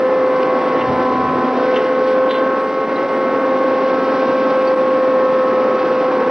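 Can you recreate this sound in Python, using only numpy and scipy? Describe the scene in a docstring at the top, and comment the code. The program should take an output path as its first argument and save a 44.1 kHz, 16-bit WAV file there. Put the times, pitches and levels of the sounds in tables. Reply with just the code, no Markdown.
"""On the deck of a boat at sea, engines droning loudly at an almost fixed speed.
As the main engine slows and recovers a little, its tones slide through narrow hull resonances,
swell, and beat against two other machines. The exhaust roars, spray surges, deck gear ticks and
clinks, a gust buffets the microphone and the hull knocks once.
A camcorder limits the peaks, adds a little wow and dulls the treble."""
import sys
import numpy as np
from scipy import signal
from scipy.fft import rfft, irfft
from scipy.io import wavfile
from scipy.ndimage import uniform_filter1d, minimum_filter1d, map_coordinates

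SR = 44100
rng = np.random.default_rng(int(sys.argv[2]) if len(sys.argv) > 2 else 0)


def master_out(mix):
    """Clip the mix to full scale and print it as 16-bit PCM to the path in sys.argv[1]."""
    frames = np.transpose(np.atleast_2d(mix))
    ceiling = np.clip(frames, -1, 1)
    pcm = np.round(ceiling * 32767).astype(np.int16)
    wavfile.write(sys.argv[1], SR, pcm)


N = 277830
TIME_S = np.arange(N) / SR
BINS_HZ = np.fft.rfftfreq(N, 1 / SR)


def amp(db):
    """Decibels to gain."""
    return 10 ** (np.asarray(db) / 20)


def unit(x):
    """Scale to rms 1."""
    return x / np.sqrt(np.mean(x ** 2) + 1e-20)


def curves(rows):
    """Per-sample value of each column after the first, which is time in seconds."""
    times_s, *columns = np.transpose(rows)
    return [np.interp(TIME_S, times_s, column) for column in columns]


def drift(rate_hz):
    """Smooth random signal of rms 1, rolled off above rate_hz."""
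    size = N // 64
    hz = np.fft.rfftfreq(size, TIME_S[-1] / size)
    slow = irfft(rfft(rng.standard_normal(size)) * np.exp(-(hz / rate_hz) ** 2) * (hz > 0), size)
    return np.interp(TIME_S, np.linspace(0, TIME_S[-1], size), unit(slow))


def noise(spectrum):
    """Noise of rms 1, shaped by rows of frequency in Hz and relative density in dB."""
    hz, db = np.transpose(spectrum)
    gain = amp(np.interp(np.log(BINS_HZ + 1), np.log(hz), db))
    return unit(irfft(rfft(rng.standard_normal(N)) * gain, N))


def bump(peak_s, length_s):
    """Gaussian of height 1."""
    return np.exp(-(2 * (TIME_S - peak_s) / length_s) ** 2)


def struck(start_s, rise_s, t60_s):
    """Envelope of a blow: quick rise, exponential decay."""
    age_s = np.maximum(TIME_S - start_s, 0)
    return (1 - np.exp(-age_s / rise_s)) * amp(-60 * age_s / t60_s)


def shaft(hz, jitter_rad, jitter_hz):
    """Phase of a turning machine; uneven torque puts it slightly ahead and behind."""
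    return 2 * np.pi * np.cumsum(hz * np.ones(N)) / SR + jitter_rad * drift(jitter_hz)


def tone(phase, order, rms_db):
    """One order of a machine, with a random starting phase."""
    return np.sqrt(2) * amp(rms_db) * np.sin(order * phase + 2 * np.pi * rng.random())


def swelling_tones(phase, swells):
    """Orders whose amplitude is a sum of slow bumps."""
    envelopes = {}
    for order, peak_s, db, length_s in swells:
        envelopes[order] = envelopes.get(order, 0) + amp(db) * bump(peak_s, length_s)
    return sum(tone(phase, order, 0) * envelope for order, envelope in envelopes.items())


def hull_db(hz):
    """Level of an engine tone: loud on a hull or exhaust resonance, weak between them."""
    # Each row: centre in Hz, width in Hz, peak level in dB.
    resonances = [(765.4, 12, -27.5), (784.8, 14, -32.5), (1540, 14, -35.5), (1565, 14, -34)]
    grid_hz = np.arange(200, 2400, .5)
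    power = sum(amp(db) ** 2 / (1 + (2 * (grid_hz - centre_hz) / width_hz) ** 2) ** 2
                for centre_hz, width_hz, db in resonances)
    return np.interp(hz, grid_hz, 10 * np.log10(power))


def main_engine(base_hz, fade_db=0.95, fade_hz=5.4, flutter_db=0.33):
    """A loud drone and its overtones swell and fade; wind makes them all flutter."""
    # Orders 2 and 4. Each row: time in seconds, level in dB.
    drone_levels = [(0, -15), (0.22, -14.5), (0.52, -20), (0.93, -23), (1.04, -18.5), (1.26, -32),
                    (1.43, -25), (1.54, -28.5), (1.6, -20), (1.71, -16.5), (1.85, -19), (2.22, -15),
                    (2.42, -18), (2.68, -23), (3.15, -21), (3.52, -17.5), (4.14, -19.5), (4.6, -15.5),
                    (5.0, -14.5), (5.6, -15.5), (5.78, -18.5), (6.0, -16), (6.3, -17.5)]
    octave_levels = [(0, -28.5), (0.43, -27.5), (0.65, -35), (0.8, -26), (1.0, -24), (1.22, -22),
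                     (1.45, -23.5), (1.7, -32), (2.05, -36.5), (2.2, -29), (2.52, -30), (2.8, -44),
                     (3.7, -35), (4.0, -32), (5.3, -30.5), (6.3, -31.5)]
    # Order numbers that the hull colours.
    hull_orders = [3, 6]
    # Other orders. Each row: order, peak time in seconds, level in dB, length in seconds.
    swells = [(1, 0.21, -33, 0.4), (1, 1.35, -24, 1.24), (1, 2.4, -30.5, 0.39), (1, 3.7, -28.5, 1.5),
              (1, 5.4, -33.5, 3.7), (5, 0.097, -33.5, 0.62), (5, 1.9, -36, 1.9), (5, 5.52, -30.5, 0.93),
              (7, 0.85, -40.5, 0.55), (7, 1.6, -42, 0.94), (7, 3, -43, 1.7), (7, 5.4, -38.5, 1.1),
              (8, 0.5, -39.5, 1.4), (8, 1.8, -40, 0.35), (8, 3.17, -38.5, 1.7), (8, 5.6, -51.5, 1.0),
              (9, 0.87, -52.5, 1.7), (9, 4.8, -55.5, 2.2), (10, 4.7, -48, 1.7), (10, 5.9, -45.5, 0.4)]
    phase = shaft(base_hz, jitter_rad=0.014, jitter_hz=32)
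    drone = tone(phase, 2, curves(drone_levels)[0])
    octave = tone(phase, 4, curves(octave_levels)[0] + fade_db * drift(fade_hz))
    hull_tones = sum(tone(phase, order, hull_db(order * base_hz) + fade_db * drift(fade_hz))
                     for order in hull_orders)
    tones = drone + octave + hull_tones + swelling_tones(phase, swells)
    return tones * amp(flutter_db * drift(rate_hz=3.3))


def second_machine(base_hz, whine_gain_db=2.5, fade_db=1.5, flutter_db=0.6):
    """A whine just above the main engine's fourth order; the two beat into a rough burr."""
    # Order 5. Each row: time in seconds, relative level in dB.
    whine_levels = [(0.03, -36.5), (0.51, -26.5), (0.84, -27), (0.93, -42), (1.02, -29), (1.08, -29.5),
                    (1.18, -25.5), (1.42, -28), (1.56, -31), (2.0, -29.5), (2.59, -26.5), (2.66, -28.5),
                    (3.81, -27), (6.25, -29.5)]
    # Other orders. 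Each row: order, peak time in seconds, level in dB, length in seconds.
    swells = [(1, 7, -38.5, 11), (2, 0.14, -27.5, 0.5), (2, 2.0, -29, 0.86), (2, 2.85, -28.5, 0.4),
              (2, 6, -36.5, 5.3), (3, 0.63, -33.5, 1), (3, 1.35, -40.5, 0.6), (3, 4.0, -39, 4.7),
              (4, 0.92, -31.5, 0.41), (4, 4.1, -40, 4), (6, 1.1, -33, 1.4), (6, 2.66, -35, 0.55),
              (6, 3.28, -33, 0.46), (6, 4.03, -29.5, 0.3), (6, 4.58, -38.5, 0.58), (6, 5.7, -35.5, 3.3),
              (7, 0.64, -43, 1.3), (7, 1.9, -36.5, 1.7), (7, 3.6, -35.5, 2), (8, 0.11, -37, 0.47),
              (8, 1.0, -41, 0.35), (8, 2.5, -46, 0.63)]
    phase = shaft(base_hz, jitter_rad=0.055, jitter_hz=5.1)
    whine = tone(phase, 5, curves(whine_levels)[0] + whine_gain_db)
    other_orders = swelling_tones(phase, swells) * amp(fade_db * drift(rate_hz=5.4))
    return (whine + other_orders) * amp(flutter_db * drift(rate_hz=6.7))


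def generator(base_hz=280.3):
    """A governed, steady hum that throbs against the main engine's base pitch."""
    # Each row: order, level in dB.
    harmonics = [(1, -33), (2, -40.5), (3, -39), (4, -45), (5, -60.5)]
    phase = shaft(base_hz, jitter_rad=0.54, jitter_hz=12)
    return sum(tone(phase, order, db) for order, db in harmonics)


def exhaust_roar(gain_db=1.0, churn_db=1.0):
    """Exhaust and hull give a low, churning noise."""
    # Each row: frequency in Hz, relative density in dB.
    spectrum = [(25, -33), (55, -28.5), (100, -24.5), (140, -12.5), (195, -7.5), (235, 0), (330, 2.5),
                (540, 3), (620, -3.5), (1000, -6), (1400, -10), (1700, -13.5), (2600, -23.5), (5000, -54.5)]
    # Each row: time in seconds, relative level in dB.
    levels = [(0, -23), (0.65, -20), (1.25, -22.5), (1.5, -20.5), (1.95, -22.5), (2.35, -21.5), (2.75, -24),
              (3.0, -21.5), (3.7, -21.3), (4.15, -21), (4.8, -22), (5.4, -22), (5.9, -20.5), (6.3, -20)]
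    return noise(spectrum) * amp(curves(levels)[0] + gain_db + churn_db * drift(rate_hz=36))


def wash(base_db=-41.0, fizz_db=1.0):
    """Wind and water hiss; spray surges with each wave."""
    # Each row: frequency in Hz, relative density in dB.
    spectrum = [(500, -18), (1200, -15.5), (2000, 5.5), (2650, 0.5), (3200, -2), (4500, -7), (5500, -10.5),
                (6100, -22), (6500, -36)]
    # Each row: crest time in seconds, rise in dB, length in seconds.
    surges = [(0.85, 3.5, 0.9), (1.68, 5, 0.47), (2.09, 5.5, 0.13), (3.02, 2, 0.25), (4.25, 4.5, 1.5),
              (5.9, 3, 0.95)]
    surge_db = sum(db * bump(crest_s, length_s) for crest_s, db, length_s in surges)
    return noise(spectrum) * amp(base_db + surge_db + fizz_db * drift(rate_hz=52))


def deck_tick(rise_s=0.0017, t60_s=0.024):
    """Something small and hard taps the deck without ringing."""
    # Each row: start in seconds, level in dB.
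    taps = [(0.429, -20.5)]
    # Each row: frequency in Hz, relative density in dB.
    spectrum = [(1200, -28), (2400, 8.5), (3800, -6), (5000, -6), (5800, -26)]
    return noise(spectrum) * sum(amp(db) * struck(start_s, rise_s, t60_s) for start_s, db in taps)


def deck_gear(rise_s=0.0013, scrape_db=-13, ring_db=-21, ring_t60_s=0.75, mount_db=-6, mount_t60_s=0.16):
    """Metal chatters on metal and shakes the dull mounting; the gear's modes ring on softly."""
    # Each row: start in seconds, level in dB, centre in Hz, spread in octaves, T60 in seconds.
    clinks = [(.787, -33.5, 3030, 0.5, 0.16), (.808, -29, 2700, 0.14, 0.1), (1.738, -32, 2900, 0.28, 0.12),
              (1.760, -18, 2950, 0.18, 0.065), (2.291, -33, 3630, 0.25, 0.17),
              (2.306, -20, 3570, 0.25, 0.1), (2.339, -27.5, 3170, 0.39, 0.25),
              (2.959, -36.5, 4000, 0.056, 0.078), (4.671, -34, 4520, 0.038, 0.08)]
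    # Each row: frequency in Hz, width in Hz, relative level in dB.
    gear_modes = [(2000, 140, 14), (2230, 70, 5.5), (2720, 76, 4.5), (2950, 70, 2), (3150, 90, 2.5),
                  (3530, 62, 2.5), (3530, 76, 0.5), (3980, 87, 1.5), (4540, 73, -12)]
    # Each row: frequency in Hz, relative density in dB.
    mount_spectrum = [(900, -19), (1500, -2), (2100, 1), (2600, -9), (3300, -27.5)]
    mode_power = sum(amp(db) ** 2 / (1 + (2 * (BINS_HZ - hz) / width_hz) ** 2)
                     for hz, width_hz, db in gear_modes)
    chatter_gain = np.sqrt(mode_power + amp(scrape_db) ** 2)
    metal, shake = np.zeros((2, N))
    for start_s, db, centre_hz, spread_oct, t60_s in clinks:
        # Contact hardness picks which modes answer.
        offset_oct = np.log2((BINS_HZ + 1) / centre_hz)
        contact = rfft(rng.standard_normal(N)) * np.exp(-.5 * (offset_oct / spread_oct) ** 2)
        chatter = unit(irfft(contact * chatter_gain, N)) * struck(start_s, rise_s, t60_s)
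        ring = unit(irfft(contact * mode_power, N)) * struck(start_s, rise_s, ring_t60_s)
        metal += amp(db) * (chatter + amp(ring_db) * ring)
        shake += amp(db) * struck(start_s, rise_s, mount_t60_s)
    return metal + amp(mount_db) * noise(mount_spectrum) * shake


def gust(gain_db=1, rise_s=0.054, fall_s=0.049):
    """Turbulence at the microphone: a quick run of low buffets."""
    # Each row: peak time in seconds, relative level in dB.
    buffets = [(0.906, -27.5), (1.0, -40), (1.125, -39), (1.215, -38), (1.29, -36), (1.354, -34.5)]
    # Each row: frequency in Hz, relative density in dB.
    spectrum = [(25, -31), (60, -21), (84, 2.5), (100, -1.5), (135, 4), (220, 0.5), (400, -38.5),
                (900, -53)]
    envelope = sum(amp(db) * np.exp(-np.maximum((peak_s - TIME_S) / rise_s, (TIME_S - peak_s) / fall_s))
                   for peak_s, db in buffets)
    return noise(spectrum) * envelope * amp(gain_db)


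def dip_gain():
    """The level dips briefly now and then."""
    # Each row: time in seconds, depth in dB, length in seconds.
    dips = [(1.525, 2, 0.05), (2.336, 3, 0.064), (2.863, 4.5, 0.022), (3.077, 2, 0.038),
            (4.754, 7.5, 0.014), (6.256, 3, 0.0083)]
    return amp(-sum(db * bump(time_s, length_s) for time_s, db, length_s in dips))


def hull_knock(rise_s=0.012, t60_s=0.17):
    """The hull answers a soft blow with a short, hollow note just above the drone."""
    # Each row: start in seconds, level in dB.
    blows = [(3.025, -9)]
    # Each row: frequency in Hz, relative density in dB.
    spectrum = [(400, -39), (535, 1), (570, -5), (640, -28.5), (900, -63)]
    return noise(spectrum) * sum(amp(db) * struck(start_s, rise_s, t60_s) for start_s, db in blows)


def scene():
    """All sources reach one microphone, which feeds both channels."""
    # Base pitches. Each row: time in seconds, main engine in Hz, second machine in Hz.
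    pitches = [(0.0, 259.3, 220.5), (0.3, 257.8, 220.4), (0.6, 256.2, 219.5), (0.9, 255.9, 219.2),
               (1.25, 254.6, 218.0), (1.6, 255.9, 216.5), (2.0, 258.4, 216.8), (2.4, 260.8, 217.3),
               (2.8, 263.0, 218.1), (3.2, 262.7, 218.6), (3.6, 262.3, 218.5), (4.0, 261.3, 218.2),
               (4.5, 260.5, 218.2), (5.0, 259.8, 218.5), (5.4, 259.2, 218.6), (5.8, 257.5, 218.5),
               (6.29, 256.9, 218.8)]
    main_hz, second_hz = curves(pitches)
    machines = main_engine(main_hz) + second_machine(second_hz) + generator()
    deck = machines + exhaust_roar() + wash() + deck_tick() + deck_gear() + gust() + hull_knock()
    return np.array([deck * dip_gain()] * 2)


def limiter(x, ceiling=.515, window_samples=101):
    """The gain drops quickly around any peak over the ceiling."""
    allowed_gain = np.minimum(1, ceiling / (abs(x).max(0) + 1e-9))
    return x * uniform_filter1d(minimum_filter1d(allowed_gain, window_samples), window_samples)


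def wow(x, slip_s=.000065, rate_hz=7):
    """Uneven tape speed makes all tones waver together."""
    position = (TIME_S + slip_s * drift(rate_hz)) * SR
    return np.array([map_coordinates(channel, [position], order=3, mode="mirror") for channel in x])


def whistle(hz=8527, level_db=-67.5, waver_db=2, waver_hz=8):
    """A very faint, thin, wavering tone, a quarter cycle apart in the two channels."""
    phase = shaft(hz, jitter_rad=.3, jitter_hz=20) + np.array([[0], [np.pi / 2]])
    return np.sqrt(2) * amp(level_db + waver_db * drift(waver_hz)) * np.sin(phase)


def record(dry, left_lag_us=23, hiss_db=-48, cutoff_hz=6449):
    """Camcorder: faintly skewed head, tape hiss, limiter, wow and a low-pass, with a whistle above it."""
    left = irfft(rfft(dry[0]) * np.exp(-2j * np.pi * BINS_HZ * left_lag_us / 10 ** 6), N)
    # Each row: frequency in Hz, relative density in dB.
    hiss_spectrum = [(100, -26.5), (1500, 0.0), (4500, -13.0), (6400, -4.5)]
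    hiss = amp(hiss_db) * np.array([noise(hiss_spectrum), noise(hiss_spectrum)])
    tape = wow(limiter(np.array([left, dry[1]]) + hiss))
    low_pass = signal.firwin(511, cutoff_hz, window=("kaiser", 9), fs=SR)
    return whistle() + signal.oaconvolve(tape, low_pass[None], "same")


dry = scene()
out = record(dry)
master_out(out)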